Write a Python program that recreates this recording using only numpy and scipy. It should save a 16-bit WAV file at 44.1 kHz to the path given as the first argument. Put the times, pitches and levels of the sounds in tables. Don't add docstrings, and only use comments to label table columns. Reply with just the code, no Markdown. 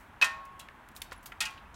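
import sys
import numpy as np
from scipy import signal
from scipy.fft import rfft, irfft, next_fast_len
from scipy.io import wavfile
from scipy.ndimage import uniform_filter1d

SR = 44100
rng = np.random.default_rng(int(sys.argv[2]) if len(sys.argv) > 2 else 0)


def bounce(signal):
    frames = np.transpose(np.atleast_2d(signal))
    limited = np.clip(frames, -1, 1)
    pcm = np.round(limited * 32767).astype(np.int16)
    wavfile.write(sys.argv[1], SR, pcm)


N = 77175

BLADE_MODES_HZ = [643, 797, 871, 937, 1040, 1092, 1296, 1416, 1626, 1827, 1868, 2002, 2410, 2550, 2734,
                  2869, 3184]
# (time to fade by 60 dB, before RING_SHARES shortens it)
BLADE_RINGING = [(-50, -60, -64, 7, 0.54), (-48.5, -68, -73, 4.3, 0.51), (-52, -44.5, -74, 8.3, 0.65),
                 (-49.5, -66, -69, 9.4, 0.74), (-34.5, -61, -69, 4.3, 0.22), (-37, -43.5, -59, 54, 0.98),
                 (-39, -41, -48, 2.6, 0.26), (-36.5, -41.5, -46.5, 3.5, .26), (-36, -54, -47, 3.5, 0.22),
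                 (-26.5, -58, -71, 10.5, 0.29), (-51.5, -36.5, -67, 6.6, 0.52),
                 (-40, -48, -49.5, 4.5, 0.29), (-42, -45, -45.5, 3.5, 0.35), (-24, -30, -34.5, 1.1, 0.16),
                 (-40.5, -49, -40.5, 8.1, 0.22), (-37, -60, -36.5, 3.2, 0.12),
                 (-32.5, -35.5, -45, 1.8, 0.15)]
BLOW_TIMES_S = [.217, 1.4045, 1.454]
RING_SHARES = [0.97, 0.53, 0.64]
# t/s, level/dB before the bass cut, centre f/Hz,
# band half-width/octaves (out to 1/e of the peak), t60/s
ICE_CRACKS = [(.0, -63, 10900, 4.3, 0.33), (.214, -27, 2110, 1.4, 0.067), (.2226, -26, 2390, 1.26, 0.16),
              (.224, -26.5, 1170, 1.07, 0.14), (0.2197, -35.5, 6960, 1.2, 0.05),
              (0.243, -30.5, 6030, 0.89, 0.071), (0.4517, -52.5, 5550, 3.1, 0.045),
              (.594, -44.5, 6760, 1.2, 0.079), (.596, -48.5, 3080, 0.63, 0.11),
              (0.687, -40.5, 2580, 0.53, 0.0065), (0.8873, -43.5, 8040, 4.9, 0.011),
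              (0.9145, -59, 5970, 2.9, 0.03), (0.951, -52, 6000, 3.5, 0.025),
              (0.958, -47, 9400, 0.41, 0.014), (0.963, -42, 5700, 9, 0.071),
              (1.0182, -26.5, 4800, 1.96, 0.016), (1.0185, -40, 2370, 0.39, 0.036),
              (1.019, -50, 8000, 1.3, 0.13), (1.112, -51.5, 3000, 1.4, 0.038),
              (1.119, -37.5, 1520, 1.38, 0.068), (1.124, -46, 1090, 0.51, 0.091),
              (1.124, -47.5, 7160, 1.05, 0.047), (1.228, -56.5, 7100, 4.4, 0.097),
              (1.258, -39.5, 8000, 5.1, 0.087), (1.3204, -39.5, 1930, 0.62, 0.037),
              (1.4052, -26, 4440, 1.26, 0.096), (1.4134, -33, 2740, 0.57, 0.18),
              (1.407, -37.5, 1570, 1.05, 0.27), (1.422, -40.5, 3070, 0.85, 0.088),
              (1.453, -35, 4900, 1.06, 0.072), (1.505, -58.5, 7000, 1.8, 0.1),
              (1.5765, -50, 2850, 0.54, 0.076), (1.743, -49.5, 4440, 0.97, 0.053)]
# t/s, level/dB before the bass cut, pitch f/Hz, t60/s
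SHORT_TONES = [(.2148, -19, 2504, 0.023), (.221, -16, 2560, 0.076), (0.2256, -12, 2518, 0.04),
               (.2305, -27, 2640, 0.02), (0.595, -53, 2643, 0.17), (0.598, -52, 2831, 0.14),
               (.6, -55, 3294, 0.25), (0.598, -52.5, 3972, 0.12), (0.6886, -35, 1760, 0.012),
               (0.6862, -39, 2270, 0.011), (1.32, -45.5, 2925, 0.03), (0.964, -29, 3930, 0.0071),
               (1.119, -36.5, 522, 0.03), (1.12, -34.5, 1405, 0.028), (1.322, -40, 1384, 0.054),
               (1.407, -33, 4500, 0.033), (1.004, -51, 11000, .02), (1.069, -60, 3730, .1),
               (1.161, -55, 10900, 0.031), (1.178, -53, 10900, 0.036), (1.656, -53.5, 2580, .05),
               (1.232, -59, 12800, 0.1), (0.22, -36.5, 179, 0.11), (1.0185, -30, 3580, 0.017)]
# f/Hz, t60/s
WALL_FADING = [(300, 1), (1000, 0.83), (3000, 0.48), (8000, 0.29), (15000, 0.29)]
# f/Hz, relative level/dB per Hz (HUM_DB sets the loudness)
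HUM_COLOUR = [(15, -13), (25, -11), (60, -6), (236, -4.5), (317, -8.5), (500, -14), (677, -8.5),
              (950, -4.5), (1330, -7.5), (1610, -8), (3430, -23), (4740, -34), (5880, -34), (14000, -37.5),
              (16000, -41)]
# t/s, level/dB before RUMBLE_LIFT_DB is added
WIND_RUMBLE = [(0, -64.5), (.9, -66), (1.02, -57.5), (1.3, -63), (1.45, -61.5), (1.75, -59.5)]

HASTEN = 1.382
TOUCH_HZ, TOUCH_S = 1700, 0.0091
RISE_S = 0.00066
SNAP_DB = 8.5
CRUNCH_DB = 3.2
BASS_CUT_HZ = 300
WALL_DB, WALL_DELAY_S = -14, 0.0072
TONE_ECHO_DB = -8
HUM_DB = -55
RUMBLE_HZ, RUMBLE_LIFT_DB = 56.5, 2
TOP_HZ = 15900


def blade():
    out = np.zeros(N)
    free_times_s = np.diff(BLOW_TIMES_S, append=np.inf)
    for hz, (*levels_db, rise_ms, t60) in zip(BLADE_MODES_HZ, BLADE_RINGING):
        for start_s, level_db, share, free_s in zip(BLOW_TIMES_S, levels_db, RING_SHARES, free_times_s):
            t, shape = fade(rise_ms / 1000, t60 * share, HASTEN)
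            tone = np.sin(2 * np.pi * (hz * t + rng.random()))
            if hz > TOUCH_HZ:
                shape = shape * np.exp(-np.maximum(t - free_s, 0) / TOUCH_S)
            add(out, start_s, amp(level_db) * shape * tone)
    return out


def ice_cracks():
    out = np.zeros(N)
    for start_s, level_db, hz, octaves, t60 in ICE_CRACKS:
        t, shape = fade(RISE_S, t60)
        sand, noise = rng.standard_normal((2, len(t)))
        grit = amp(CRUNCH_DB * unit(uniform_filter1d(sand, size=24)))
        burst = shape * unit(grit * filtered(noise, bell(hz, octaves)))
        turn = 2 * np.pi * hz * t
        snap = amp(SNAP_DB) * np.sin(turn) * np.exp(-turn * octaves / 2.84)
        add(out, start_s, amp(level_db) * (burst + snap))
    return out


def short_tones():
    out = np.zeros(N)
    for start_s, level_db, hz, t60 in SHORT_TONES:
        t, shape = fade(RISE_S, t60)
        add(out, start_s, amp(level_db) * shape * np.sin(2 * np.pi * hz * t))
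    return out


def wall(x):
    hz, t, spectrum = signal.stft(rng.standard_normal(SR // 2), SR, nperseg=256)
    t60 = along(WALL_FADING, hz)[:, None]
    tail = signal.istft(spectrum * amp(-60 * t / t60), SR, nperseg=256)[1]
    tail = tail / np.linalg.norm(tail)
    delayed = np.pad(x, (round(WALL_DELAY_S * SR), 0))
    return signal.fftconvolve(delayed, tail)[:N]


def traffic_hum():
    noise = rng.standard_normal(N)
    return amp(HUM_DB) * unit(filtered(noise, lambda hz: amp(along(HUM_COLOUR, hz))))


def wind_rumble():
    low = unit(filtered(rng.standard_normal(N), bell(RUMBLE_HZ, octaves=0.9)))
    times_s, levels_db = np.transpose(WIND_RUMBLE)
    level_db = np.interp(np.arange(N) / SR, times_s, levels_db) + RUMBLE_LIFT_DB
    return amp(level_db) * low


def thin(hz):
    return (1j * hz / (BASS_CUT_HZ + 1j * hz)) ** 2


def amp(db):
    return 10 ** (np.asarray(db) / 20)


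def unit(x):
    return x / np.sqrt(np.mean(x ** 2) + 1e-20)


def along(points, hz):
    f, values = np.transpose(points)
    return np.interp(np.log(hz + 1), np.log(f + 1), values)


def filtered(x, response):
    size = next_fast_len(len(x) + 2048)
    hz = np.fft.rfftfreq(size, 1 / SR)
    return irfft(rfft(x, size) * response(hz), size)[:len(x)]


def bell(centre_hz, octaves):
    return lambda hz: np.exp(-(np.log2((hz + 1) / centre_hz) / octaves) ** 2)


def fade(rise_s, t60, hasten=1):
    t = np.arange(min(int(1.5 * t60 * SR) + 64, N)) / SR
    build_up = 1 - np.exp(-t / rise_s)
    return t, build_up * amp(-60 * (t / t60) ** hasten)


def add(out, start_s, sound):
    part = out[round(start_s * SR):][:len(sound)]
    part += sound[:len(part)]


def scene():
    cracks = filtered(ice_cracks(), thin)
    tones = filtered(short_tones(), thin)
    echo = amp(WALL_DB) * wall(cracks + amp(TONE_ECHO_DB) * tones)
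    background = traffic_hum() + wind_rumble()
    return (blade() + cracks + tones + echo + background)[None]


def record(dry):
    return filtered(dry[0], lambda hz: hz < TOP_HZ)[None]


dry = scene()
out = record(dry)
bounce(out)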